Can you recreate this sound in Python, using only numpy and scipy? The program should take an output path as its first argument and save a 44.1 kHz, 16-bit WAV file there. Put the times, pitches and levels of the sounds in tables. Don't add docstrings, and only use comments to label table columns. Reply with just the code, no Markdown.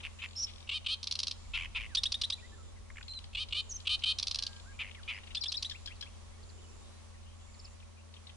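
import sys
import numpy as np
from scipy import signal
from scipy.fft import rfft, irfft, next_fast_len
from scipy.io import wavfile
from scipy.ndimage import map_coordinates

SR = 44100
rng = np.random.default_rng(int(sys.argv[2]) if len(sys.argv) > 2 else 0)


def waveform_to_disk(signal):
    frames = np.transpose(np.atleast_2d(signal))
    scaled = np.clip(frames, -1, 1) * 32767
    samples = np.round(scaled).astype(np.int16)
    wavfile.write(sys.argv[1], SR, samples)


N = 368676

# frequency_hz, relative_db
RUSH_SPECTRUM = [(60, -27), (110, -14), (200, -8), (400, -10.5), (700, -11), (900, -10), (1130, -10),
                 (1550, -16), (2600, -15.5), (4000, -16.5), (6500, -18), (10500, -22.5)]
RUMBLE_SPECTRUM = [(12, -9), (25, -1.5), (45, 5), (60, 0.5), (100, -13), (170, -23), (400, -56)]
# time_s, relative_db
RUSH_LEVELS = [(0, -59.5), (2.7, -60), (3.9, -59), (6.7, -58.5), (8.36, -60.5)]
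RUMBLE_LEVELS = [(0.0, -61), (0.07, -53.5), (0.18, -60.5), (1.35, -59), (1.56, -47.5), (1.72, -52.5),
                 (1.77, -49.5), (2.23, -55.5), (5.26, -57.5), (7.8, -60), (8.1, -66), (8.36, -61)]
# frequency_hz, correlation
RUSH_LIKENESS = [(100, 0.095), (500, 0.082), (1200, 0.39), (2500, 0), (9000, 0)]
# peak_s, half_width_s, level_db
AIR_SWELLS = [(2.63, 0.23, -68), (3.6, 0.15, -69), (6.63, 0.34, -67)]
# pitch_hz, level_db, left_over_right_db, left_lead_rad
HUM_LINES = [(84.3, -55, 4, 0.24), (217.5, -66, -7, 2.5), (233.7, -83, -17, 1.5), (568, -72, -8.5, 3),
             (1110, -81, -11.5, 0.9), (6000, -84, -17.5, 2)]
# start_s, end_s
INSECT_TRILLS = [(.078, .5), (1.301, 1.647), (2.3, 2.707), (2.87, 3.132), (3.475, 3.857), (4.417, 4.83),
                 (5.45, 5.884), (6.383, 6.844), (7.333, 7.746)]

# multiple_of_throat_hz, relative_db
RASP_SHAPE = [(.12, -50), (.25, -22), (.42, -29), (.58, -12), (.78, -4), (.97, 1.5), (1.3, -5), (1.5, -18),
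              (1.8, -25.5), (2.2, -22.5), (2.601, -33.5)]
CROAK_SHAPE = [(.22, -59), (.4, -12.5), (.63, -34.5), (.83, -3.5), (.98, 0), (1.18, 1.5), (1.45, -24),
               (2, -23.5), (3, -36), (4, -33.5)]
BUZZ_SHAPE = [(.2, -58), (.4, -20), (.64, -33.5), (.78, -8.5), (1, 4), (1.22, -4), (1.45, -8),
              (1.75, -21.5), (2.3, -34), (2.9, -24.5), (3.4, -61)]
# multiple_of_pitch, relative_db
CROAK_PARTIALS = [(1 / 3, -32), (1 / 2, -19), (5 / 6, -26), (0.96, 0), (7 / 6, -7), (4 / 3, -9),
                  (3 / 2, -15), (11 / 6, -24)]
SQUEAK_PARTIALS = [(.5, -29.5), (1, -1), (1.5, -19.5), (2, -29.5), (2.5, -24.5)]
NEIGHBOUR_PARTIALS = [(.5, -7), (1, 5.5), (1.5, -5), (2, -15)]

# start_s, growl_s, growl_db, stutter_s, stutter_db, grunts_per_s, pitch_hz
NEAR_CROAKS = [(0.031, 0.018, -48.5, 0.027, -40, 153, 2657), (0.216, 0.021, -45, 0.025, -39.5, 187, 2610),
               (1.535, 0.036, -37.5, 0.098, -39.5, 84, 2740), (1.748, 0.04, -38, 0.077, -42.5, 111, 2660),
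               (4.790, .042, -41, 0.072, -47.5, 98, 2564), (5.077, 0.046, -40.5, 0.071, -44.5, 100, 2556)]
# start_s, length_s, level_db, start_hz, middle_hz, end_hz, flutter_hz
NEAR_WHISTLES = [(0.358, 0.059, -39, 5300, 5430, 5740, 290), (0.41, 0.045, -35, 5930, 5640, 5220, 250),
                 (3.08, 0.051, -45, 4370, 4080, 4260, 51), (3.135, 0.052, -45.5, 4230, 4080, 3930, 20),
                 (3.692, 0.042, -43, 6820, 6360, 5440, 260), (3.738, 0.037, -43, 5920, 6420, 5280, 58)]
# start_s, length_s, buzz_db, start_hz, top_hz, chip_db, upper_strength
NEAR_BUZZES = [(0.712, 0.076, -39, 558, 629, -37, 0.2), (0.883, .071, -37, 593, 648, -34.5, 0.56),
               (3.369, .075, -39.5, 565.5, 636, -38.5, 0.3), (3.545, 0.072, -37.5, 578, 620, -35.5, 0.58),
               (3.891, 0.072, -34, 598, 624.5, -32, 0.58), (4.057, 0.074, -33.5, 605.6, 625.7, -31, 0.62)]
# start_s, double_db, single_db
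NEAR_RATTLES = [(1.029, -38, -31.5), (1.111, -31, -33), (1.189, -31.5, -30), (1.269, -32.5, -32.5),
                (4.185, -32, -29), (4.269, -32, -30), (4.345, -32.5, -30.5), (4.423, -33.5, -32)]
# delay_s, length_s, relative_db, throat_hz
DOUBLE_BURSTS = [(0, 0.0071, 0, 4440), (.011, 0.0067, -0.5, 4570), (.027, .005, -16.5, 4300)]
SINGLE_BURSTS = [(.0415, 0.0084, -2, 4400), (.052, 0.006, -13, 4030)]
# start_s, clack_s, clack_db, throat_hz, squeak_s, squeak_db, middle_hz, end_hz
NEAR_CLACKS = [(1.948, 0.015, -29, 4320, .028, -30.5, 3700, 3310),
               (2.033, 0.013, -29, 4360, 0.022, -31.5, 3720, 3820),
               (2.119, 0.012, -31, 4420, 0.021, -34, 3720, 3800),
               (2.213, 0.013, -31, 4320, 0.025, -32.5, 3790, 4020),
               (2.3, .01, -31.5, 4240, 0.026, -36, 3930, 3880),
               (5.347, 0.014, -36, 3840, 0.019, -37, 3560, 3440),
               (5.435, 0.014, -35.5, 4110, 0.023, -38, 3550, 3800),
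               (5.518, 0.014, -35, 4400, 0.027, -39.5, 3750, 3830),
               (5.624, 0.012, -34, 4420, 0.029, -38.5, 3860, 3780)]
# start_s, level_db, throat_hz
NEAR_CLUCKS = [(2.9, -51, 1780), (2.956, -57, 2150), (2.968, -48.5, 2400), (2.98, -47.5, 2120),
               (3.009, -50.5, 2070)]

# start_s, length_s, level_db, throat_hz
NEIGHBOUR_RASPS = [(.002, .012, -51.5, 2980), (.185, 0.035, -52, 2900), (.465, 0.05, -54, 3420),
                   (3.485, 0.011, -51, 3860), (3.801, 0.0075, -50.5, 4070), (3.99, 0.016, -52, 4400),
                   (4.91, .01, -50.5, 2898), (4.945, 0.012, -52.5, 2790), (5.03, 0.01, -53, 3760),
                   (5.232, 0.017, -55.5, 3000), (5.27, .015, -53.5, 2940), (5.303, 0.024, -53, 2950)]
# start_s, end_s, period_s
NEIGHBOUR_TICKS = [(.285, .635, .0227), (3.027, 3.26, .0533), (4.529, 4.61, .034)]
TICK_LEVELS = [-55.5, -49.5, -53.5]
# start_s, length_s, level_db
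NEIGHBOUR_CHIPS = [(5.349, 0.021, -42), (5.409, 0.022, -38.5), (5.48, 0.019, -37), (5.567, 0.017, -36.5)]
# start_s, tick_db, slur_db
NEIGHBOUR_CALLS = [(5.696, -40.5, -52), (5.858, -42.5, -53.5), (6.009, -42, -58)]
# start_s, length_s, level_db, start_hz, middle_hz, end_hz
DISTANT_SLURS = [(1.89, 0.058, -61.5, 2070, 1710, 1430), (2.376, 0.032, -60, 2620, 2320, 2860),
                 (2.423, 0.041, -59, 1870, 1950, 2100), (2.518, 0.034, -63, 1650, 1770, 1670),
                 (2.579, 0.043, -66.5, 1410, 1310, 1330), (4.334, 0.268, -68, 1670, 1618, 1610),
                 (4.655, 0.073, -61, 1390, 1630, 1590), (4.8, 0.048, -58, 1690, 1880, 2140),
                 (4.953, 0.056, -59.5, 2310, 1934, 1240), (5.135, 0.041, -62, 4500, 5050, 5450),
                 (6.61, 0.046, -67.5, 3950, 3150, 2910), (6.685, .04, -70, 5700, 5600, 5100),
                 (6.815, .18, -70, 3610, 3970, 4010)]
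# start_s, level_db, start_hz
DISTANT_PEEPS = [(5.262, -63, 5100), (5.954, -64, 4800), (6.427, -62.5, 4900), (6.49, -59, 5040),
                 (7.538, -63, 5000), (7.591, -54.5, 5540), (7.645, -52, 5400)]
# start_s, level_db, pitch_hz
DISTANT_PAIRS = [(7.8, -62.5, 2800), (8.139, -56, 3660), (8.268, -53, 3740)]

SIDES = np.array([[.5], [-.5]])


def amp(db):
    return 10 ** (np.asarray(db) / 20)


def unit(x):
    return x / np.sqrt(np.mean(x ** 2) + 1e-20)


def along(points, hz):
    frequencies, values = np.transpose(points)
    return np.interp(np.log(hz + 1e-6), np.log(frequencies), values)


def curve(rows):
    return np.interp(np.arange(N) / SR, *np.transpose(rows))


def wobble(rate, size):
    knots = rng.standard_normal(int(size * rate / SR) + 4)
    return map_coordinates(knots, [np.arange(size) * rate / SR])


def filtered(x, response):
    size = next_fast_len(N + 8192)
    return irfft(rfft(x, size) * response(np.fft.rfftfreq(size, 1 / SR)), size)[..., :N]


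def add(track, start_s, sound):
    part = track[max(round(start_s * SR), 0):][:len(sound)]
    part += sound[:len(part)]


def clock(length_s):
    t = np.arange(max(int(length_s * SR), 32)) / SR
    return t, t / t[-1]


def envelope(t, rise_s, fall_s):
    opening = np.sin(np.pi / 2 * np.minimum(t / rise_s, 1))
    closing = np.sin(np.pi / 2 * np.minimum((t[-1] - t) / fall_s, 1)) ** 2
    return opening * closing


def phase(hz):
    return 2 * np.pi * np.cumsum(hz) / SR


def slur(u, start_hz, middle_hz, end_hz):
    return start_hz * (1 - u) * (1 - 2 * u) + middle_hz * 4 * u * (1 - u) + end_hz * u * (2 * u - 1)


def pulses(rate_hz, scatter_db):
    samples = np.arange(len(rate_hz))
    cycles = np.cumsum(rate_hz) / SR + .9
    onsets = np.interp(np.arange(1, max(int(cycles[-1]), 1) + 1), cycles, samples)
    return amp(scatter_db * rng.standard_normal(len(onsets))) @ np.sinc(samples - onsets[:, None])


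def throat(x, shape, hz, size=1024):
    cepstrum = irfft(np.log(amp(along(shape, np.fft.rfftfreq(size, 1 / SR) / hz))))
    cepstrum[1:size // 2] *= 2
    cepstrum[size // 2 + 1:] = 0
    rung = np.convolve(x, irfft(np.exp(rfft(cepstrum)))[:size // 4])
    return rung / np.sqrt(np.sum(rung ** 2) / len(x) + 1e-20)


def rasp(length_s, shape, hz, rate_hz, jitter, breath):
    t, _ = clock(length_s)
    beats = unit(pulses(rate_hz * np.exp(jitter * wobble(rate_hz, len(t))), scatter_db=-0.5))
    source = beats + breath * rng.standard_normal(len(t))
    return throat(source * envelope(t, 0.26 * t[-1], .42 * t[-1]), shape, hz)


def voiced(hz, partials, hoarse):
    turn = phase(hz * (1 + hoarse * wobble(2206, len(hz))))
    tone = sum(amp(db) * np.sin(k * turn + rng.uniform(0, 2 * np.pi)) for k, db in partials)
    return unit(tone * (1 + 2 * hoarse * wobble(1518, len(hz))))


def air():
    def mid_and_side(hz):
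        angle = np.arccos(np.clip(along(RUSH_LIKENESS, hz), -1, 1)) / 2
        return amp(along(RUSH_SPECTRUM, hz)) * [np.cos(angle), np.sin(angle)]

    def band(spectrum):
        return unit(filtered(rng.standard_normal((2, N)), lambda hz: amp(along(spectrum, hz))))

    mid, side = filtered(rng.standard_normal((2, N)), mid_and_side)
    rush = unit(np.array([mid + side, mid - side])) * amp(curve(RUSH_LEVELS) + 0.72 * wobble(4, N))
    t = np.arange(N) / SR
    swells = amp(-80) + sum(amp(db) * np.exp(-((t - s) / width) ** 2) for s, width, db in AIR_SWELLS)
    low_air = band([(150, -45), (300, -4), (400, 1), (520, -6.5), (900, -26), (2000, -58)])
    rumble = amp(curve(RUMBLE_LEVELS) + 4) * band(RUMBLE_SPECTRUM)
    return rush + swells * low_air + rumble


def machinery():
    out = np.zeros((2, N))
    for hz, db, pan_db, lead_rad in HUM_LINES:
        turn = phase(hz + 0.03 * np.sqrt(hz) * wobble(3, N))
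        level = amp(db + SIDES * pan_db + 0.49 * wobble(3.2, N))
        out += level * np.sqrt(2) * np.sin(turn + SIDES * lead_rad)
    return out


def rasps(rows, rate_hz):
    out = np.zeros(N)
    for s, length, db, hz in rows:
        add(out, s, amp(db) * rasp(length, RASP_SHAPE, hz, rate_hz, jitter=0.253, breath=0.29))
    return out


def croaks():
    out = np.zeros(N)
    for s, growl_s, growl_db, stutter_s, stutter_db, grunts_per_s, hz in NEAR_CROAKS:
        t, u = clock(growl_s)
        tone = voiced(hz * slur(u, 0.94, 1.03, 0.884), CROAK_PARTIALS, hoarse=0.027 + 0.084 * u ** 2)
        grit = rasp(growl_s, CROAK_SHAPE, hz * 0.973, rate_hz=480, jitter=0.15, breath=0.34)[:len(t)]
        flow = envelope(t, 0.0025, 0.0015) * amp(3.3 * np.sin(np.pi * u))
        add(out, s, amp(growl_db) * unit((tone + (0.36 + .5 * u) * grit) * flow))
        t, u = clock(0.88 / grunts_per_s)
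        for delay in np.arange(0, stutter_s - .003, 1 / grunts_per_s):
            late = delay / stutter_s
            tone = voiced(hz * (.99 - .1 * late - 0.18 * u), CROAK_PARTIALS, hoarse=0.11)
            grit = rasp(t[-1], CROAK_SHAPE, hz * 0.935, rate_hz=783, jitter=0.27, breath=0.39)[:len(t)]
            grunt = unit((tone + 1.35 * grit) * envelope(t, 0.0046, 0.0044))
            onset_s = s + growl_s + delay + rng.normal(0, .0003)
            add(out, onset_s, amp(stutter_db - 1 - 7.8 * late + rng.normal(0, 1)) * grunt)
    return out


def chatter(count=140):
    out = np.zeros(N)
    for when, size, pitch, bend in rng.random((count, 4)):
        t, u = clock(0.024 + .03 * bend)
        hz = (2000 + 1700 * pitch) * (1 + .5 * (bend - .6) * u)
        twitter = voiced(hz, [(1, 0)], hoarse=.07) * envelope(t, .006, .01)
        add(out, when * N / SR, amp(-77.5 + 11.5 * size) * twitter)
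    return out


def insect():
    out = np.zeros(N)
    for start_s, end_s in INSECT_TRILLS:
        t, _ = clock(end_s - start_s)
        stroke = phase(90 + 2 * wobble(11, len(t)))
        hz = 7180 - 200 * np.sin(stroke) + 90 * wobble(900, len(t))
        chirps = np.sin(phase(hz)) * (1 + np.cos(stroke))
        add(out, start_s, amp(-70) * unit(chirps * envelope(t, .12, 0.0063)))
    return out


def neighbour_ticks(length_s=.0075, throat_hz=3690):
    ticks = [(s, length_s, db + rng.normal(0, 1), throat_hz)
             for run, db in zip(NEIGHBOUR_TICKS, TICK_LEVELS) for s in np.arange(*run)]
    return rasps(ticks, rate_hz=1200)


def whistles():
    out = np.zeros(N)
    for s, length, db, *arc, flutter_hz in NEAR_WHISTLES:
        t, u = clock(length)
        jerk = np.sin(phase(122 + 12 * wobble(52, len(t))) / 2) ** 4
        dip_hz = flutter_hz * np.sin(np.pi * u) * (2 * jerk * (1 + 0.31 * wobble(1843, len(t))) - .6)
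        turn = phase(slur(u, *arc) - dip_hz)
        tone = (np.sin(turn) + amp(-25) * np.sin(2 * turn)) * amp(-dip_hz / 130)
        hiss = rasp(length, RASP_SHAPE, arc[1] * 0.95, rate_hz=1300, jitter=0.21, breath=0.75)[:len(t)]
        flow = envelope(t, 0.0056, 0.0092) * amp(10.4 * u)
        add(out, s, amp(db) * unit((tone + flutter_hz / 2300 * hiss) * flow))
    return out


def buzzes():
    upper_shape = [(.5, -32), (.75, -4), (1, 9.5), (1.15, -15),
                   (1.4, -22), (1.75, -43), (2.2, -19), (2.5, -38)]
    out = np.zeros(N)
    for s, length, db, start_hz, top_hz, chip_db, upper_strength in NEAR_BUZZES:
        lead_in = rasp(0.015, BUZZ_SHAPE, 2930, rate_hz=240, jitter=0.26, breath=0.78)
        add(out, s - .04, amp(chip_db - 18) * lead_in)
        chip = rasp(0.016, BUZZ_SHAPE, 5.08 * start_hz, rate_hz=730, jitter=0.2006, breath=0.14)
        add(out, s - .022, amp(chip_db) * chip)
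        t, u = clock(length)
        gape = np.interp(u, [0, .2, .45, .65, .8, 1], [0.1, 0.068, 0.747, 0.94, 0.876, .15])
        waver = (0.014 + 0.026 * np.exp(-u / 0.14)) * wobble(498, len(t))
        hz = (start_hz + (top_hz - start_hz) * gape) * (1 + waver)
        flow = envelope(t, 0.0018, 0.011) * amp(2 * np.sin(np.pi * u))
        source = flow * (unit(pulses(hz, scatter_db=1)) + .32 * rng.standard_normal(len(t)))
        opening = np.pad(gape, (0, 255), mode="edge")
        narrow = (1 - opening) * throat(source, BUZZ_SHAPE, 5.02 * start_hz)
        wide = opening * throat(source, BUZZ_SHAPE, 5.03 * top_hz)
        upper = throat(flow * pulses(hz / 2, scatter_db=-0.5), upper_shape, 4280)
        add(out, s, amp(db) * unit(narrow + wide + upper_strength * (0.89 + .5 * opening) * upper))
    return out


def rattles():
    bursts = [(s + delay, length, beat_db + db, hz)
              for s, double_db, single_db in NEAR_RATTLES
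              for beat, beat_db in [(DOUBLE_BURSTS, double_db), (SINGLE_BURSTS, single_db)]
              for delay, length, db, hz in beat]
    return rasps(bursts, rate_hz=1100)


def glides(rows):
    out = np.zeros(N)
    for s, length, db, *arc in rows:
        t, u = clock(length)
        add(out, s, amp(db) * unit(np.sin(phase(slur(u, *arc))) * envelope(t, 0.0067, 0.0024)))
    return out


def clacks(squeak_delay_s=.022, start_hz=3210):
    hard = [row[:4] for row in NEAR_CLACKS]
    tonal = [(s + squeak_delay_s, length, db, start_hz, middle_hz, end_hz)
             for s, _, _, _, length, db, middle_hz, end_hz in NEAR_CLACKS]
    return rasps(hard, rate_hz=1200) + squeaks(tonal, SQUEAK_PARTIALS, hoarse=0.083)


def squeaks(rows, partials, hoarse):
    out = np.zeros(N)
    for s, length, db, *arc in rows:
        t, u = clock(length)
        tone = voiced(slur(u, *arc), partials, hoarse * np.exp(-u / 0.51))
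        add(out, s, amp(db) * unit(tone * envelope(t, 0.0026, 0.0078) * amp(-5 * u)))
    return out


def clucks(length_s=0.0092):
    return rasps([(s, length_s, db, hz) for s, db, hz in NEAR_CLUCKS], rate_hz=1200)


def distant_peeps(length_s=0.015):
    return glides([(s, length_s, db, hz, hz * 0.924, hz * .76) for s, db, hz in DISTANT_PEEPS])


def neighbour_chips(arc_hz=(6030, 4500, 3960)):
    return glides([(s, length, db, *arc_hz) for s, length, db in NEIGHBOUR_CHIPS])


def neighbour_calls(tick_hz=4260, squeak_hz=(3430, 3324, 3280), slur_hz=(1830, 2490, 2790)):
    ticks = [(s, .009, db, tick_hz) for s, db, _ in NEIGHBOUR_CALLS]
    rough = [(s + .015, .018, db - 2.5, *squeak_hz) for s, db, _ in NEIGHBOUR_CALLS]
    rising = [(s + .049, .022, db, *slur_hz) for s, _, db in NEIGHBOUR_CALLS]
    return rasps(ticks, rate_hz=990) + squeaks(rough, NEIGHBOUR_PARTIALS, hoarse=0.15) + glides(rising)


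def distant_pairs(length_s=.015, spacing_s=.025, sag=0.081):
    notes = [note for s, db, hz in DISTANT_PAIRS
             for note in [(s, db, hz), (s + spacing_s, db - 2, hz * .86)]]
    sagging = [(s, length_s, db, hz * (1 + sag), hz, hz * (1 - sag)) for s, db, hz in notes]
    return squeaks(sagging, [(1, 0)], hoarse=0.23)


def reeds(x, t60_s, wet_db):
    t, _ = clock(.5)
    decay = amp(-60 * t / t60_s) + amp(-22.5 - 60 * t / 1.17)
    tail = rng.standard_normal((2, len(t))) * decay * np.minimum(t / 0.0037, 1)
    return amp(wet_db) * signal.fftconvolve(x[None], tail / np.linalg.norm(tail[0]), axes=1)[:, :N]


def placed(x, pan, lead_ms):
    return filtered(x, lambda hz: amp(SIDES * along(pan, hz))
                    * np.exp(2j * np.pi * hz * SIDES * lead_ms / 1000))


def scene():
    near = rattles() + clacks() + clucks() + amp(2) * buzzes() + amp(2.5) * croaks() + whistles()
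    left = rasps(NEIGHBOUR_RASPS, rate_hz=990) + neighbour_ticks() + neighbour_calls()
    left += distant_pairs() + neighbour_chips() + chatter()
    ahead, right = distant_peeps(), glides(DISTANT_SLURS)
    birds = placed(near, [(1500, -0.36), (2800, 1.2), (4500, -1.1), (9000, -1.6)], lead_ms=-0.0058)
    birds += placed(left, [(2000, 6), (5000, 7.4)], lead_ms=0.11)
    birds += placed(ahead, [(5000, -1)], lead_ms=.005)
    birds += placed(right, [(1600, 0)], lead_ms=-0.076)
    echo = reeds(near, t60_s=0.08, wet_db=-11.5)
    echo += reeds(left, t60_s=0.11, wet_db=-7)
    echo += reeds(ahead + right, t60_s=.087, wet_db=-9)
    trills = placed(insect(), [(7000, -9.5)], lead_ms=-0.033)
    return birds + echo + trills + machinery() + air()


def record(dry):
    top_hz = 10650
    return filtered(dry, lambda hz: 1 / np.sqrt(1 + (hz / top_hz) ** 160))


dry = scene()
out = record(dry)
waveform_to_disk(out)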